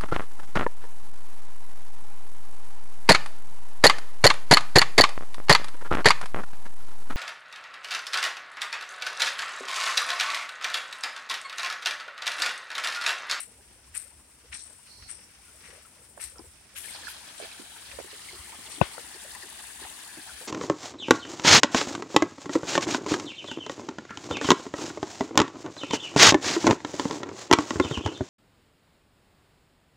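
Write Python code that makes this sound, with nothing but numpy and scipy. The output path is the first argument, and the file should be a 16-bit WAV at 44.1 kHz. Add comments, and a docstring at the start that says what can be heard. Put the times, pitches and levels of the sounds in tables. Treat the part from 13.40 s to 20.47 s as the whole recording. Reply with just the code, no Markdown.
"""Footsteps grind along a gritty garden path, over a soft hiss of leaves and water and a far rumble.
Short hollow knocks and plops pass left and right, and a faint whistle rasps on the right.
The walker then stands by a tiered fountain: sheets of water fizz, spray and bubble in its pool.
All is heard through the two microphone ports of a carried phone. The grit rings the left port
near 9 kHz, and late on a finger strikes the case beside that port."""
import sys
import numpy as np
from scipy import signal
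from scipy.fft import rfft, irfft, next_fast_len
from scipy.io import wavfile
from scipy.ndimage import uniform_filter1d

SR = 44100
rng = np.random.default_rng(int(sys.argv[2]) if len(sys.argv) > 2 else 0)


def store_wav(level_fs):
    """Save 16-bit WAV to argv[1]."""
    pcm = np.round(np.clip(np.atleast_2d(level_fs), -1, 1) * 32767)
    wavfile.write(sys.argv[1], SR, pcm.T.astype(np.int16))


N = 311787
T = np.arange(N) / SR
FFT_SIZE = next_fast_len(N, True)
BIN_HZ = np.arange(FFT_SIZE // 2 + 1) * SR / FFT_SIZE
SIDES = np.array([[.5], [-.5]])  # splits a pan_db, always left minus right, between the ports


def undb(db):
    """Decibels to gain."""
    return 10 ** (np.asarray(db) / 20)


def along(curve, hz):
    """Read a (freq_hz, value) curve on a log-frequency axis."""
    return np.interp(np.log(hz + 1), np.log(np.array(curve)[:, 0]), np.array(curve)[:, 1])


def butter(sound, hz, kind, order=2):
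    """Butterworth filter."""
    return signal.sosfilt(signal.butter(order, hz, kind, fs=SR, output="sos"), sound)


def add(out, start_s, sound, gains):
    """Mix a sound into both ports."""
    i = int(start_s * SR)
    sound = sound[:N - i]
    out[:, i:i + len(sound)] += np.reshape(gains, (2, 1)) * sound


def waver(rate_hz):
    """Smooth random drift with a spread near 1."""
    hold = int(SR / rate_hz)
    levels = np.repeat(rng.standard_normal(N // hold + 1), hold)
    return 1.3 * uniform_filter1d(uniform_filter1d(levels, hold), hold)[:N]


def swells(lifts):
    """Gain curve of bell-shaped lifts."""
    t = T[::64]
    lift_db = sum(db * np.exp(-((t - peak_s) / width_s) ** 2) for peak_s, db, width_s in lifts)
    return undb(np.interp(T, t, lift_db))


def grains(per_s, scatter_db, tail_s, bed):
    """Envelope of random particles with short tails over a steady bed."""
    hits = (rng.random(N) < per_s / SR) * 1.
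    hits *= undb(scatter_db * np.minimum(rng.exponential(size=N // 8 + 1), 4)).repeat(8)[:N]
    env = signal.lfilter([1], [1, -np.exp(-1 / (tail_s * SR))], hits)
    return bed + env / np.sqrt(np.mean(env ** 2))


# How alike the ports sound, near mono in the bass and wide on top: freq_hz, likeness (0-1)
PORT_LIKENESS = [(60, 0.96), (130, 0.94), (290, 0.97), (640, 0.77), (1410, 0.58), (3100, 0.08),
                 (6820, 0.06), (15000, 0)]
def noise(eq, pan, env=1):
    """Stereo noise under an envelope, shaped and panned by band; its mono mix has rms 1."""
    mid, side = rfft((env * rng.standard_normal((2, N), np.float32)).astype(np.float32), FFT_SIZE)
    band = slice(int(eq[0][0] * FFT_SIZE / SR), int(eq[-1][0] * FFT_SIZE / SR))
    alike = along(PORT_LIKENESS, BIN_HZ[band])
    spectrum = np.zeros((2, len(BIN_HZ)), np.complex64)
    spectrum[:, band] = mid[band] * np.sqrt(1 + alike) + 2 * SIDES * side[band] * np.sqrt(1 - alike)
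    spectrum[:, band] *= undb(along(eq, BIN_HZ[band]) + SIDES * along(pan, BIN_HZ[band]))
    out = irfft(spectrum, FFT_SIZE)[:, :N]
    return out / np.std(out.mean(axis=0))


def ring(hz, t60_s, rise_s, glide=0., softness=2):
    """A damped tone; softness rounds its attack and glide bends it upward."""
    t = np.arange(int((1.2 * t60_s + 3 * rise_s) * SR) + 8) / SR
    env = (1 - np.exp(-t / rise_s)) ** softness * np.exp(-np.log(1000) * t / t60_s)
    return env / env.max() * np.sin(2 * np.pi * hz * (t + glide * t ** 2 / t60_s))


def tread(start_s, level_db, rise_s, fade_s):
    """Pressure of a sole: a smooth rise, then a quickening fade, 20 dB down after fade_s."""
    t = T[::16] - start_s
    attack = np.sin(np.pi / 2 * np.clip(t / rise_s, 0, 1)) ** 1.2
    fade_db = 20 * np.clip((t - rise_s) / fade_s, 0, 4) ** 1.21
    return np.repeat(attack * undb(level_db - fade_db), 16)[:N]


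# Stereo spread of the grit: freq_hz, pan_db
GRIT_SPREAD = [(60, 0.0), (110, -9), (200, -2), (380, -10), (700, -18), (1290, 13), (2380, 6), (4400, 0),
               (8120, 28), (15000, 55)]
# Steps and scuffs: start_s, fine_db, coarse_db, scrape_db, dust_db, fade_s
FOOTFALLS = [(-0.04, -35.5, -40, -49, -47, 0.09), (0.538, -36.5, -44, -49, -48, 0.05),
             (0.588, -49.5, -60, -64, -59, 0.17), (1.118, -43, -40.5, -47, -78, 0.01),
             (1.138, -43.5, -44, -50, -78, 0.026), (1.17, -54, -56, -50, -82, 0.05),
             (1.2, -50.5, -72, -64, -84, 0.31), (1.77, -86, -64.5, -81, -77, 0.4),
             (1.678, -41.5, -50, -53, -69, 0.095), (2.229, -59, -52.5, -59.5, -68, 0.3),
             (2.796, -39.5, -44.5, -47, -48, 0.11), (3.35, -51, -43, -54, -44.5, 0.1),
             (3.43, -46, -50.5, -59, -51, 0.2), (3.675, -51, -46.5, -64, -46.5, 0.05),
             (3.96, -47.5, -60, -53, -66, 0.05), (5.293, -44, -51.5, -50, -62, 0.11),
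             (5.5, -50, -64, -62, -66, 0.1)]
HARD_GROUND_S, HARD_PITCH_RATIO = 3.2, 1.25  # on harder ground the coarse grit bites higher
def footsteps():
    """Soles grind grit: coarse stones bite first, then fine grit, dust and scrape swell with the roll."""
    fine_env = coarse_env = scrape_env = dust_env = 0
    for start_s, fine_db, coarse_db, scrape_db, dust_db, fade_s in FOOTFALLS:
        coarse_env += tread(start_s - 0.0022, coarse_db, 0.019, 0.76 * fade_s)
        fine_env += tread(start_s, fine_db, 0.033, fade_s)
        scrape_env += tread(start_s, scrape_db, 0.033, 0.88 * fade_s)
        dust_env += tread(start_s, dust_db, 0.033, 0.88 * fade_s)
    stones = grains(per_s=450, scatter_db=2.0, tail_s=0.0027, bed=0.65)
    sand = grains(per_s=800, scatter_db=2.1, tail_s=0.0009, bed=0.45)
    loose_eq = [(700, -22.5), (1200, -9.5), (2050, -0.5), (2700, -2), (3500, -10.5), (5500, -16.5),
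                (7000, -30), (8000, -37)]
    hard_eq = [(hz * HARD_PITCH_RATIO, db) for hz, db in loose_eq]
    port_eq = [(6500, -27), (7400, -2), (8600, 7), (9600, 0.5), (10800, -37), (11500, -51)]
    dust_eq = [(9000, -25), (10200, 11), (11400, 4), (12600, -7), (16500, -21)]
    scrape_eq = [(3200, -13), (4200, -4.5), (5000, -10.5), (5600, 0), (6200, -8), (7600, -11),
                 (8200, 3.5)]
    loose = noise(loose_eq, GRIT_SPREAD, stones)
    hard = noise(hard_eq, GRIT_SPREAD, stones)
    coarse = np.where(T < HARD_GROUND_S, loose, hard)
    fine = noise(port_eq, GRIT_SPREAD, sand)  # fine grit sits in the port resonance
    dust = noise(dust_eq, GRIT_SPREAD, sand + 1.8)
    scrape = noise(scrape_eq, [(5500, 2.4)], sand + 4.3)
    return scrape_env * scrape + coarse_env * coarse + fine_env * fine + dust_env * dust


def bubbles(count, start_s, low_hz, span_ratio, cycles):
    """A crowd of small bubbles leaning right; each rings briefly and glides up."""
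    out = np.zeros((2, N))
    for when, pitch, faintness, side in rng.random((count, 4)):
        hz = low_hz * span_ratio ** pitch
        gains = undb(-14 * faintness + 11.6 * (side - 1) * SIDES)
        add(out, start_s + when * (T[-1] - start_s), ring(hz, cycles / hz, 1.64 / hz, glide=0.34), gains)
    return out


# Tone of the garden hiss: freq_hz, gain_db
HISS_EQ = [(76, -7), (130, -3), (243, -2.5), (500, -8.5), (780, -8.5), (1400, -5), (2670, -4.5), (4070, -9),
           (5500, -4), (6870, -10), (8920, 0.5), (10300, -7.5), (11500, -16.5), (16500, -20)]
# Its stereo spread: freq_hz, pan_db
HISS_SPREAD = [(60, -10), (110, -5), (200, -4.5), (380, -1.5), (700, -1.5), (1290, 3), (2380, -1),
               (4400, -2.5), (8120, 2), (15000, 6)]
# Its level and pan as the phone turns: time_s, gain_db, pan_db
PHONE_TURN = [(0, 1, 1.5), (1.9, 0.5, 1.5), (2.1, 2.5, 3), (2.8, 1.5, 3), (3.0, 1.5, -0.5),
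              (3.3, 0.5, -1.5), (3.5, 4, 10)]
def garden():
    """Leaves and far water hiss and gurgle softly; lows, mids and highs waver separately."""
    hiss = 0
    for low_hz, top_hz, band_db in [(70, 1000, -9.5), (993, 6600, -5.0), (6700, 16500, -3.5)]:
        inner_hz = [hz for hz, _ in HISS_EQ if low_hz < hz < top_hz]
        eq = [(hz, along(HISS_EQ, hz)) for hz in [low_hz, *inner_hz, top_hz]]
        rustle = grains(per_s=500, scatter_db=7.6, tail_s=0.013, bed=1.3) * undb(1.07 * waver(4.5))
        hiss += undb(band_db) * noise(eq, HISS_SPREAD, rustle)
    time_s, gain_db, pan_db = np.transpose(PHONE_TURN)
    hiss *= undb(np.interp(T, time_s, gain_db) + SIDES * np.interp(T, time_s, pan_db))
    gurgle = undb(-2) * bubbles(count=260, start_s=0, low_hz=354.7, span_ratio=7.8, cycles=42.6)
    return undb(-57.5) * (hiss + gurgle)


# Tone of the rumble: freq_hz, gain_db
RUMBLE_EQ = [(15, -56), (25, -15), (48, -13), (65, 0), (150, -22), (200, -46), (330, -120)]
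# Soft thuds in it: peak_s, lift_db, width_s
RUMBLE_THUDS = [(0.53, 7, 0.049), (0.79, 10, .06), (1.11, 12, 0.028), (1.62, 9.5, 0.066), (2.61, 7, .03),
                (2.86, 10, 0.026), (3.06, 7, 0.035), (4.02, 7, .03), (4.57, 6, 0.081), (5.0, 13, 0.023),
                (5.96, 10, 0.073), (6.45, 5, 0.036), (6.9, 5.5, 0.04)]
def rumble():
    """A far rumble wavers and swells into soft low thuds."""
    return noise(RUMBLE_EQ, [(60, 0.4)]) * undb(-65.5 + 2 * waver(8)) * swells(RUMBLE_THUDS)


def puff(hz, t60_s, white):
    """The rough burst around a plop: decaying noise about two octaves wide."""
    t = np.arange(len(white)) / SR
    band = butter(white, [hz / 1.73, hz * 2.65], "band")
    return band / band.std() * (1 - np.exp(-t / 0.0029)) * undb(-60 * t / t60_s)


# Hollow knocks and plops: time_s, level_db, pitch_hz, pan_db, t60_s, crack_db (against the ring)
PLOP_HITS = [(0.387, -65, 358, 1, 0.039, -10), (0.71, -61, 885, 5, .06, -17),
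             (0.791, -59, 1046, 0, .05, -15), (1.046, -55.5, 478, 2.5, 0.045, -17),
             (1.305, -58.5, 603, -2, .04, 3), (1.388, -58.5, 940, -3, 0.065, -4),
             (1.785, -60, 486, 0, 0.066, -17.5), (2.08, -56.5, 1440, 2, 0.084, -15),
             (2.151, -62, 514, -4, 0.044, -11), (2.286, -54, 480, -5, .08, -17),
             (2.378, -55, 606, 9, 0.033, -12), (2.45, -52, 1330, 3, .05, -15),
             (2.59, -60, 460, 1, 0.077, -15), (2.615, -60, 523, 4, 0.046, -15),
             (2.957, -52, 1330, 12, .03, -21.5), (2.96, -54, 497, 4, .03, -9),
             (2.975, -53, 1370, 8, .03, -22), (2.988, -51, 910, 12, 0.037, -10.5),
             (5.378, -45.5, 304, 9, 0.14, -6), (2.327, -51.5, 541, 13, 0.034, -6),
             (2.359, -57.5, 496, 8, 0.036, 1), (2.7752, -46, 613, -19, 0.013, -1.5),
             (2.995, -41, 328, 11, 0.017, -3.5), (3.041, -53.5, 500, 9, 0.053, -10),
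             (3.55, -46.5, 850, 25, 0.0075, -8), (4.0, -38, 634, -17, 0.021, -19),
             (4.026, -47, 456, -30, 0.02, -16), (4.047, -47, 656, -14, 0.059, -5),
             (4.197, -44, 307, -18, 0.03, -23), (4.535, -50.5, 550, 5, 0.039, -8),
             (4.588, -37.5, 540, -25, 0.014, -27), (4.645, -50.5, 388, -20, 0.03, -3.5),
             (4.731, -46, 434, -17, 0.016, -20), (4.93, -46.5, 390, 5, 0.091, -18),
             (5.127, -42.5, 920, -10, 0.033, -9), (5.189, -47.5, 245, -14, 0.024, -14),
             (5.579, -45.5, 518, 22.5, 0.023, 5.5), (5.747, -48, 370, 2, 0.058, -7),
             (5.848, -46, 567, 3, 0.051, -9), (5.95, -45, 1004, 10, 0.062, -14),
             (6.033, -49.5, 370, 0, 0.091, -15), (6.417, -45, 380, 3, 0.067, -2),
             (6.449, -41.5, 786, 9, 0.051, -1), (6.773, -41, 318, 2, 0.043, -19),
             (7.011, -45, 480, -6, 0.045, -5)]
PUFF_DB, REBOUND_RATIO = -5.5, 0.72  # puff against the ring; each rebound against the one before
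def plops():
    """Knocks and plops swell, ring hollow and rebound four times unevenly, with a dry crack."""
    out = np.zeros((2, N))
    rebounds = rng.random((len(PLOP_HITS), 2, 4))
    whites = rng.standard_normal((len(PLOP_HITS), SR // 8))
    for (time_s, db, hz, pan_db, t60_s, crack_db), chance, white in zip(PLOP_HITS, rebounds, whites):
        gains = undb(db + pan_db * SIDES)
        add(out, time_s - 0.57 / hz, ring(hz, t60_s, 0.99 / hz), gains)
        add(out, time_s - .002, puff(hz, 1.53 * max(t60_s, .03), white), undb(PUFF_DB) * gains)
        for k, (gap, detune) in enumerate(chance.T, 1):
            rebound = ring(hz * (0.743 + 0.452 * detune), 0.42 * t60_s, 0.91 / hz)
            add(out, time_s + .006 * (k + gap), rebound, REBOUND_RATIO ** k * gains)
        # the crack: two quickly damped overtones
        add(out, time_s + 0.0014, ring(1.6 * hz, 0.01, 0.00081), undb(crack_db) * gains)
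        add(out, time_s + 0.00152, ring(2.58 * hz, 0.0078, 0.001), undb(crack_db) * gains)
    return out


# Sharp accents in the steps: start_s, left_db
STONE_CRACKS = [(0.5602, -28), (0.57, -21), (0.5736, -26), (0.5774, -16), (0.6212, -30), (1.142, -37),
                (1.1554, -34), (1.1654, -32), (1.1964, -37), (2.839, -26), (2.8495, -32), (3.3727, -31)]
def stone_cracks():
    """Single stones crack under the sole and ping the left port's resonance."""
    out = np.zeros((2, N))
    ping = ring(hz=8540, t60_s=0.0022, rise_s=0.00022, softness=1)
    for start_s, left_db in STONE_CRACKS:
        add(out, start_s, ping, undb([left_db, left_db - 30]))
    return out


# Two overlapping rasps: start_s, end_s, pitch_hz, width_hz, level_db
WHISTLE_BANDS = [(1.458, 1.717, 4350, 300, -59), (1.47, 1.89, 5480, 600, -62)]
def whistle():
    """A faint rough whistle on the right, perhaps an insect: narrow bands of hiss swell and fade."""
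    out = 0
    for start_s, end_s, hz, width_hz, db in WHISTLE_BANDS:
        eq = [(hz + k * width_hz, edge_db) for k, edge_db in
              [(-3, -40), (-1, -6), (0, 0), (1, -6), (3, -40)]]
        rasp = grains(per_s=170, scatter_db=2.5, tail_s=0.013, bed=1.0)
        fade = np.clip(np.minimum(T - start_s, end_s - T) / 0.045, 0, 1)
        out += undb(db) * fade * noise(eq, [(hz, -6)], rasp)
    return out


# Single bright drops: time_s, level_db, pitch_hz, pan_db
DROP_HITS = [(2.9836, -44.5, 5370, -21), (3.4487, -41, 1700, 11), (3.484, -37, 2200, 5),
             (3.635, -43.5, 1730, 3), (3.6711, -35.5, 1640, -20.5), (4.115, -40, 2480, -4),
             (4.3625, -49, 1450, -8), (4.515, -39.5, 2580, -7), (4.887, -36.5, 2140, 5.5),
             (5.2687, -38, 3420, -2), (5.317, -44, 2920, 2), (5.95, -42.5, 1840, 17),
             (6.0262, -41, 1900, 16), (6.1898, -43, 1880, 3.5), (6.43, -44, 1780, -4),
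             (6.773, -44, 2000, -5), (6.8938, -39, 1470, -2)]
def drops():
    """Each drop rings with a slight upward glide and rebounds once, softer and detuned."""
    out = np.zeros((2, N))
    for time_s, db, hz, pan_db in DROP_HITS:
        gap, detune = rng.random(2)
        gains = undb(db + pan_db * SIDES)
        add(out, time_s - 1.5 / hz, ring(hz, 24 / hz, 1.9 / hz, glide=0.042), gains)
        rebound = ring(hz * (0.83 + 0.295 * detune), 30 / hz, 3 / hz, glide=0.04)
        add(out, time_s + 0.0039 + .008 * gap, rebound, undb(-3) * gains)
    return out


# Tone of the splash: freq_hz, gain_db
SPLASH_EQ = [(90, -40), (150, -14), (350, -3.5), (500, -7), (740, -4.5), (1000, -8.5), (1300, -3.5),
             (1800, 0), (2500, -3.5), (3400, -1.5), (4800, -4), (5800, -10.5), (9000, -13)]
# Its stereo spread: freq_hz, pan_db
SPLASH_SPREAD = [(60, 1.5), (110, -12.5), (200, -7), (380, 0), (700, 3), (1290, -2), (1750, 1.5),
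                 (2380, -3.5), (3700, -3), (4600, -7), (8120, 6), (15000, 5)]
def pool_splash(start_s):
    """Water hits the pool: bubbles from start_s, over fizz whose half-octaves each crackle and swell."""
    out = undb(-4) * bubbles(count=900, start_s=start_s, low_hz=745.5, span_ratio=6.46, cycles=35)
    for hz in 300 * 2 ** np.arange(-.5, 4.6, .5):
        window = [(hz / 1.55, -24), (hz / 1.15, -1), (hz, 0), (hz * 1.15, -1), (hz * 1.55, -24)]
        eq = [(freq_hz, along(SPLASH_EQ, freq_hz) + edge_db) for freq_hz, edge_db in window]
        crackle = grains(per_s=hz / 3, scatter_db=0.43, tail_s=8 / hz, bed=0.77)
        clumps = grains(per_s=40, scatter_db=1.5, tail_s=0.013, bed=1.8)
        swell = undb(0.52 * waver(3.64))
        gain = undb(along(SPLASH_EQ, hz) - 11) * np.sqrt(hz / 1800)
        out += gain * noise(eq, SPLASH_SPREAD, crackle * clumps * swell)
    return out


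# Delay off the stone rim, shifting as the walker nears: time_s, lag_ms
RIM_LAG = [(3.36, 1.1), (4.4, 1.2), (4.6, 0.95), (5.5, 0.83), (5.7, 1.05), (6.3, 1.02), (6.6, 1.02),
           (7.07, 1.22)]
RIM_GAINS, RIM_TOP_HZ = [0.81, 0.099], 3460  # gains at the left and right port
def rim_reflection(splash):
    """The splash bounces off the stone rim and arrives late and dull, mostly on the left."""
    samples = np.arange(N)
    late = samples - np.interp(T, *np.transpose(RIM_LAG)) * SR / 1000
    dull = butter(splash, RIM_TOP_HZ, "low")
    return np.array([gain * np.interp(late, samples, port) for gain, port in zip(RIM_GAINS, dull)])


# Tone of the spray: freq_hz, gain_db
SPRAY_EQ = [(4000, -53), (6000, -4.5), (7200, 0.5), (9000, 2), (10500, -2.5), (12000, -9.5), (16000, -10.5)]
# Its stereo spread: freq_hz, pan_db
SPRAY_SPREAD = [(7500, -3), (8600, -2.5), (10000, 7), (14000, -6.5)]
# Gushes that lift the splash: peak_s, lift_db, width_s
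SPLASH_GUSHES = [(3.68, 3.5, 0.042), (4.04, 6, 0.052), (4.16, 3.5, 0.059), (4.52, 3, 0.018),
                 (4.9, 2.5, 0.025), (5.07, 1, 0.016), (6.03, 0, 0.031), (6.2, 3, 0.019), (6.43, 3, 0.036),
                 (6.9, 1.5, 0.051)]
# Fader moves on the fountain: time_s, master_db, treble_lift_db, spray_gain_db, spray_pan_db
FOUNTAIN_MIX = [(3.36, -56, 2, 10, 17), (3.55, -46.5, 5, -6.5, 5), (3.9, -49, 1, -4, 6),
                (4.4, -49.5, 2.5, -3.5, 7), (4.8, -48, 2.5, -2.5, 5.5), (5.2, -47, 0, -3, 3.5),
                (5.5, -45.5, -2.5, -4.5, 6.5), (6.0, -47, 1, -2, 10.5), (6.5, -47, -1, -1, 9.5),
                (7.07, -46.5, 0, -1, 9)]
def fountain():
    """Sheets of water gush into the pool under a bright spray; the rim doubles the splash."""
    time_s, *faders = np.transpose(FOUNTAIN_MIX)
    master_db, treble_db, spray_db, pan_db = (np.interp(T, time_s, fader) for fader in faders)
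    splash = pool_splash(time_s[0])
    splash += butter(splash, 2200, "high") * (undb(treble_db) - 1)
    splash += rim_reflection(splash)
    droplets = grains(per_s=800, scatter_db=2.4, tail_s=0.0025, bed=0.82)
    spray = noise(SPRAY_EQ, SPRAY_SPREAD, droplets) * undb(spray_db - 4 + SIDES * pan_db)
    fade_in = np.clip((T - time_s[0]) / 0.03, 0, 1)
    return fade_in * undb(master_db) * (swells(SPLASH_GUSHES) * splash + spray)


# Ringing modes of the phone case: pitch_hz, left_db, right_db, t60_s
CASE_MODES = [(55, -23, -42, .056), (350, -40, -21, .04), (582, -10.5, -32, .014), (670, -5, -32, .0084),
              (1006, -7.5, -34, .0067), (1500, -24, -48, .03), (2624, -14, -50, .005)]
# The nail's tick, a few cycles a band: pitch_hz, left_db
NAIL_TICK = [(1900, -24), (3600, -25), (5300, -26), (8600, -31)]
BLOW_S, BLOW_RISE_S, FAR_LAG_S = 5.41253, .0036, .002
TICK_S, TICK_CYCLES, RATTLE_T60_S = 5.4146, 11, 0.24
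BEND_PEAK_S, BEND_HZ, BEND_LENGTH_S = 5.41707, 144, .0142
def finger_strike():
    """The case bends in, ticks, rings and rattles out; the right port hears the ring late and faint."""
    out = np.zeros((2, N))
    t = np.arange(-BEND_LENGTH_S / 2, BEND_LENGTH_S / 2, 1 / SR)
    bend = -np.cos(2 * np.pi * BEND_HZ * t) * np.cos(np.pi * t / BEND_LENGTH_S) ** 2
    add(out, BEND_PEAK_S - BEND_LENGTH_S / 2, bend, undb([-7.8, -32]))
    for hz, left_db, right_db, t60_s in CASE_MODES:
        add(out, BLOW_S, ring(hz, t60_s, BLOW_RISE_S, softness=4), [undb(left_db), 0])
        add(out, BLOW_S + FAR_LAG_S, ring(hz, t60_s, BLOW_RISE_S), [0, undb(right_db)])
    for hz, left_db in NAIL_TICK:
        add(out, TICK_S, ring(hz, TICK_CYCLES / hz, 1 / hz, softness=1), [undb(left_db), 0])
    rough = butter(rng.standard_normal(SR // 4), [450, 3600], "band", order=3)
    rattle = rough / rough.std() * undb(-60 * T[:SR // 4] / RATTLE_T60_S)
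    add(out, BLOW_S + FAR_LAG_S, rattle, undb([-29.5, -47]))
    return out


def scene():
    """Steps, water and the finger strike up front, the garden behind."""
    foreground = footsteps() + stone_cracks() + fountain() + plops() + drops() + finger_strike()
    return foreground + whistle() + garden() + rumble()


LOW_CUT_HZ, HIGH_CUT_HZ = 33.3, 15900
def record(dry):
    """The phone thins the deepest bass and cuts the top."""
    thin = butter(dry, LOW_CUT_HZ, "high")
    return signal.sosfilt(signal.ellip(10, .2, 80, HIGH_CUT_HZ, fs=SR, output="sos"), thin)


dry = scene()
out = record(dry)
store_wav(out)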